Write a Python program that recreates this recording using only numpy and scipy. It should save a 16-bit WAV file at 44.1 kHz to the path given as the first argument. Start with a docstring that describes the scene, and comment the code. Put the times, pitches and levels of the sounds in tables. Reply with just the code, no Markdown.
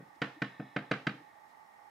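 """A clear acrylic stamp block is tapped on an ink pad that lies on a table in a small room.
Each tap is a double impact, edge first, then flat: it excites the modes of block and plastic case (a clack)
and of the table top (a thump), with a burst of contact noise. The room adds low modes, a wall echo and
reverberation, and an object on the table rings on faintly. Soft lifts and brushes come between and after
the taps. A fan-like whine of narrow resonances sits to the right in quiet room noise."""
import sys
import numpy as np
from scipy import signal
from scipy.fft import rfft, irfft
from scipy.io import wavfile

SR = 44100
rng = np.random.default_rng(int(sys.argv[2]) if len(sys.argv) > 2 else 0)


def generate_wav(signal):
    """Clip the signal to [-1, 1] and save it as 16-bit WAV at the path in sys.argv[1]."""
    frames = np.transpose(np.atleast_2d(signal))
    scaled = np.clip(frames, -1, 1) * 32767
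    pcm = np.round(scaled).astype(np.int16)
    wavfile.write(sys.argv[1], SR, pcm)


N = 83790

CONTACT_LEAD_S = 0.003  # contact noise begins this long before the edge strikes
CLACK_SEND_DB, CONTACT_SEND_DB = -7, 3.5  # into the reverberation
WALL_DELAY_S, WALL_ECHO_DB = 0.024, -13
# Stamp impacts; the first only rings into the start. Columns: start_s, thump_db, clack_db,
# brightness_db_per_octave, spot_on_pad (0-1), edge_to_flat_s, after_ring_db, hardness_db_per_octave
STAMP_TAPS = [(-0.04, -4.5, -10.5, -20, 0.3, .0022, -14, -8.5), (0.2190, -1, 2, 0.6, 0, 0.0025, -3.5, 0.5),
              (0.4201, 1, -0.5, 0, 0.12, 0.002045, 0, -2), (0.5984, -4, -13.5, -11, 0.68, 0.00187, -6, 0),
              (0.764, 0.5, 0, -3.5, 0.91, .0019, -5, 1), (0.9139, 2.5, 4.5, -1, 0.77, 0.002, -13, 0.5),
              (1.0694, 2, 3, -1, 0.84, .0019, -8, -5)]
def stamp_taps():
    """Impact excitation: each tap drives block, table, room and a nearby object; the responses add."""
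    t, out = np.arange(SR // 2) / SR, np.zeros((2, N))
    boom, after_ring = room_modes(t), sympathetic_ring()
    for start_s, thump_db, clack_db, brightness, spot, flat_s, ring_db, hardness in STAMP_TAPS:
        clack = amp(clack_db) * block_clack(t, brightness, spot, flat_s)
        grit = amp(clack_db) * contact_noise(t, brightness)
        thump = amp(thump_db) * table_thump(t, hardness)
        click = np.linalg.norm(grit[0]) * contact_click(t, brightness)
        send = amp(CLACK_SEND_DB) * clack + amp(CONTACT_SEND_DB) * click + thump
        reverb = signal.fftconvolve(send[None], room_tail(t), axes=1)[:, :len(t)]
        echo = amp(WALL_ECHO_DB) * delayed(clack, WALL_DELAY_S)
        tap = clack + grit + thump + amp(thump_db) * boom + echo + reverb
        add(out, start_s - CONTACT_LEAD_S, pan_right(tap))
        add(out, start_s, amp(ring_db) * after_ring)
    return out


CLACK_DB, CLACK_RISE_S, EDGE_DB = -31, 0.00058, -9
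# Modes of block and pad case. Columns: pitch_hz, level_at_spot_0_db, level_at_spot_1_db, t60_s
BLOCK_MODES = [(1098, -4, -27, 0.051), (1290, -10.5, -1, 0.056), (1410, -5.5, 4.5, 0.022),
               (1512, 9, 1, 0.022), (1803, 6, -12, .045), (1930, 2, -26, .026), (2114, -67, 9, 0.032),
               (2388, -6.5, 4.5, 0.019), (2870, -15, -11.5, 0.055), (3127, -7.5, -5.5, 0.027),
               (3872, -12.5, -4.5, .025), (4606, -9, -5.5, 0.017)]
def block_clack(t, brightness, spot, flat_s):
    """Modal vibration: the strike point weights the modes; the edge hits softly, then the face harder."""
    body = sum(damped_mode(t, hz, db0 + (db1 - db0) * spot + brightness * np.log2(hz / 1600), t60)
               for hz, db0, db1, t60 in BLOCK_MODES)
    body *= 1 - np.exp(-t / CLACK_RISE_S)
    edge = amp(EDGE_DB) * delayed(body, CONTACT_LEAD_S)
    face = delayed(body, CONTACT_LEAD_S + flat_s)
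    return amp(CLACK_DB) * (edge + face)


CONTACT_DB, CONTACT_RISE_S, CONTACT_T60_S = -29, 0.0034, 0.042
# Spectrum of the gritty contact noise. Columns: frequency_hz, density_db
CONTACT_SPECTRUM = [(60, -45), (200, -7.5), (500, 7), (900, -7), (1600, 6.5), (2800, -3), (4500, -16.5),
                    (6000, -23.5), (9000, -35.5), (15000, -59)]
def contact_colour(hz, brightness):
    """Spectral tilt: a brighter tap puts more treble into the contact noise."""
    return amp(curve(CONTACT_SPECTRUM, hz) + brightness * np.log2(1 + hz / 1600))


def contact_noise(t, brightness):
    """Broadband contact noise swells as the faces close, then decays exponentially."""
    grit = noise(contact_colour(frequencies(len(t)), brightness), coherence=0.91, size=len(t))
    swell = np.minimum(t / CONTACT_RISE_S, 1) ** 2
    return amp(CONTACT_DB) * grit * swell * decay(np.maximum(t - CONTACT_RISE_S, 0), CONTACT_T60_S)


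def contact_click(t, brightness):
    """Equivalent impulse: a unit-energy click with the contact noise's spectrum, to excite the room."""
    hz = frequencies(len(t))
    click = irfft(contact_colour(hz, brightness) * np.exp(-2j * np.pi * hz * CONTACT_RISE_S), len(t))
    return click / np.linalg.norm(click)


THUMP_DB, THUMP_RISE_S, THUMP_LEAD_S = -24, 0.0022, 0.001575
REBOUND_S, REBOUND_DB = 0.006758, 1.5
# Modes of the table top. Columns: pitch_hz, level_db, t60_s
TABLE_MODES = [(181.8, 1, 0.026), (259.3, 2.5, .022), (461, -11.5, 0.037), (632, -9, 0.033),
               (702, -17, 0.069)]
def table_thump(t, hardness):
    """Damped plate vibration: the table top is pushed down and rings; the thump comes back once."""
    body = -sum(damped_mode(t, hz, db + hardness * np.log2(hz / 250), t60) for hz, db, t60 in TABLE_MODES)
    body *= 1 - np.exp(-t / THUMP_RISE_S)
    body = signal.sosfilt(signal.butter(2, 125, "highpass", fs=SR, output="sos"), body)
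    rebound = amp(REBOUND_DB) * delayed(body, REBOUND_S)
    return amp(THUMP_DB) * delayed(body + rebound, CONTACT_LEAD_S - THUMP_LEAD_S)


BOOM_DB, BOOM_RISE_S = -41, 0.0053
# Low room resonances. Columns: pitch_hz, level_db, t60_s, arrival_s
STANDING_WAVES = [(130.8, -0.5, 0.23, 0.01737), (149.2, 4.5, 0.12, 0.01634), (204.9, 4.5, .15, 0.01434),
                  (260.6, -4.5, 0.23, 0.0153), (319.3, -7, 0.22, .018)]
def room_modes(t):
    """Standing waves: a thump sets off the room's low modes, which build up and die away."""
    swell = 1 - np.exp(-t / BOOM_RISE_S)
    return amp(BOOM_DB) * sum(delayed(swell * damped_mode(t, hz, db, t60), arrival_s)
                              for hz, db, t60, arrival_s in STANDING_WAVES)


TAIL_DELAY_S, TAIL_RISE_S = 0.0034, 0.01
CLUSTER_DB, CLUSTER_WIDTH_S = 5, 0.0022
# Diffuse field of the room. Columns: frequency_hz, level_db, t60_s
REVERB_BANDS = [(80, -30.5, 0.2), (250, -4, 0.38), (510, -14, 0.42), (890, -2, 0.34), (1770, -9, 0.31),
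                (3340, -5.5, 0.33), (6900, -8, 0.58), (14000, -9, .2)]
def room_tail(t):
    """Reverberation: each band decays at its own rate, and a wall returns a cluster of echoes."""
    bass_coherence = 1 / (1 + (frequencies(len(t)) / 1500) ** 2)
    hz, frame_s, bands = signal.stft(noise(1, bass_coherence, len(t)), SR, nperseg=256)
    t60 = curve(REVERB_BANDS, hz, column=2)[:, None]
    unit_energy = np.sqrt(2 * np.log(1000) / t60 / SR)
    bands = bands * amp(curve(REVERB_BANDS, hz))[:, None] * decay(frame_s, t60) * unit_energy
    tail = signal.istft(bands, SR, nperseg=256)[1][:, :len(t)]
    cluster = amp(CLUSTER_DB * np.exp(-((t - WALL_DELAY_S) / CLUSTER_WIDTH_S) ** 2))
    return tail * cluster * np.clip((t - TAIL_DELAY_S) / TAIL_RISE_S, 0, 1)


RING_DB, RING_WIDTH_HZ, RING_RISE_S = -55.5, 100, 0.01
# Mode clusters of an object shaken on the table. Columns: centre_hz, level_db, t60_s
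OBJECT_MODES = [(1826, 0.5, 1.19), (2184, -9.5, 1.5), (2550, -12, 1.2), (2880, -17, .9),
                (3384, -13.5, 0.97), (3680, -16.5, 1.5), (3966, -16, 1.56), (5100, -16.5, 0.64)]
def sympathetic_ring():
    """Sympathetic vibration: clusters of close, lightly damped modes beat as they die."""
    t, hz, out = np.arange(N) / SR, frequencies(N), np.zeros((2, N))
    for centre_hz, db, t60 in OBJECT_MODES:
        band = np.exp(-((hz - centre_hz) / RING_WIDTH_HZ) ** 2)
        out += amp(db) * noise(band, coherence=1, size=N) * decay(t, t60)
    return amp(RING_DB) * out * np.minimum(t / RING_RISE_S, 1)


LIFT_HZ = 308
# The block pulling off the pad. Columns: start_s, length_s, level_db
PAD_LIFTS = [(0.161, 0.013, -60), (0.36, 0.032, -50.5), (1.201, 0.025, -54)]
def pad_lifts():
    """Release of adhesion: one soft low note swells as the block leaves the sticky pad."""
    out = np.zeros(N)
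    for start_s, length_s, db in PAD_LIFTS:
        t = np.arange(0, length_s, 1 / SR)
        add(out, start_s, amp(db) * np.sin(np.pi * t / length_s) * np.sin(2 * np.pi * LIFT_HZ * t))
    return out


BRUSH_HZ = 3850
# Light brushes on pad and paper. Columns: start_s, length_s, level_db
BRUSH_STROKES = [(0.144, 0.027, -75), (1.46, 0.083, -77)]
def brushes():
    """Sliding friction: short, soft swells of band-limited hiss."""
    out, ratio = np.zeros((2, N)), (frequencies(N) / BRUSH_HZ) ** 2
    for start_s, length_s, db in BRUSH_STROKES:
        t = np.arange(0, length_s, 1 / SR)
        hiss = noise(ratio / (1 + ratio ** 2), coherence=0.38, size=N)[:, :len(t)]
        add(out, start_s, amp(db) * np.sin(np.pi * t / length_s) * hiss)
    return out


# Resonances of the whine. Columns: centre_hz, half_width_hz, left_db, right_db
WHINE_PEAKS = [(663, 12, -88, -75.5), (847, 48, -92, -57), (1155, 70, -88, -65.5), (1870, 42, -71, -69),
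               (2006, 80, -73.5, -88), (5380, 51, -90, -86.5)]
def whine():
    """Resonance: noise confined to narrow peaks is heard as a steady, fan-like whine."""
    hz = frequencies(N)
    return sum(amp([[left], [right]]) * noise(1 / (1 + ((hz - centre) / width) ** 2), coherence=0, size=N)
               for centre, width, left, right in WHINE_PEAKS)


AMBIENT_DB = -64
# Spectrum of the room noise. Columns: frequency_hz, density_db
AMBIENT_SPECTRUM = [(25, -32), (60, -7), (130, -3.5), (300, 0), (500, -1.5), (700, 5.5), (1400, -1.5),
                    (2100, -2), (2600, -12), (5000, -17.5), (8000, -21.5), (15500, -25.5)]
# Its left-right likeness. Columns: frequency_hz, coherence (0-1)
AMBIENT_COHERENCE = [(60, 0.56), (300, 0), (700, 0), (3000, 0), (7000, 0.51), (14000, 1)]
def room_noise():
    """Stationary noise: low coherence between the ears makes its middle range sound wide."""
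    hz = frequencies(N)
    return amp(AMBIENT_DB) * noise(amp(curve(AMBIENT_SPECTRUM, hz)), curve(AMBIENT_COHERENCE, hz), N)


def pan_right(x, difference_db=2, corner_hz=450):
    """Interaural level difference: the treble leans right while the bass stays central."""
    hz = frequencies(x.shape[-1])
    pan_db = difference_db * hz ** 4 / (hz ** 4 + corner_hz ** 4)
    return irfft(rfft(x) * amp(np.array([-pan_db, pan_db]) / 2), x.shape[-1])


def amp(db):
    """Decibels to amplitude ratio."""
    return 10 ** (np.asarray(db) / 20)


def frequencies(size):
    """Fourier bin frequencies in Hz."""
    return np.fft.rfftfreq(size, 1 / SR)


def curve(table, hz, column=1):
    """Interpolation of a table column along log frequency."""
    columns = np.transpose(table)
    return np.interp(np.log(hz + 1), np.log(columns[0] + 1), columns[column])


def add(mix, start_s, sound):
    """Superposition of a sound on the mix from start_s."""
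    at = round(start_s * SR)
    part = mix[..., max(at, 0):]
    sound = sound[..., max(-at, 0):][..., :part.shape[-1]]
    part[..., :sound.shape[-1]] += sound


def delayed(x, delay_s):
    """Delay by linear phase shift, keeping the length."""
    size = x.shape[-1]
    return irfft(rfft(x, 2 * size) * np.exp(-2j * np.pi * frequencies(2 * size) * delay_s))[..., :size]


def decay(t, t60):
    """Exponential decay of 60 dB in t60 seconds."""
    return np.exp(-np.log(1000) * t / t60)


def damped_mode(t, hz, db, t60):
    """Free vibration of a damped oscillator."""
    return amp(db) * decay(t, t60) * np.sin(2 * np.pi * hz * t)


def noise(gain, coherence, size):
    """Stereo noise of rms 1 with a given spectrum and left-right coherence."""
    a, b = rfft(rng.standard_normal((2, size)))
    mid, side = a * np.sqrt(1 + coherence), b * np.sqrt(1 - coherence)
    x = irfft(np.array([mid + side, mid - side]) * gain, size)
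    return x / np.sqrt(np.mean(x ** 2) + 1e-20)


def scene():
    """Superposition of the stamp's sounds and the background."""
    return stamp_taps() + pad_lifts() + brushes() + room_noise() + whine()


def record(dry):
    """Band limiting: the microphone's low cut, then a steep low-pass."""
    low_cut_hz, high_cut_hz = 39, 15700
    hz = frequencies(2 * N)
    cut = irfft(rfft(dry, 2 * N) * hz ** 4 / (hz ** 4 + low_cut_hz ** 4))[:, :N]
    low_pass = signal.firwin(511, high_cut_hz, window=("kaiser", 9), fs=SR)
    return signal.oaconvolve(cut, low_pass[None], "same")


dry = scene()
out = record(dry)
generate_wav(out)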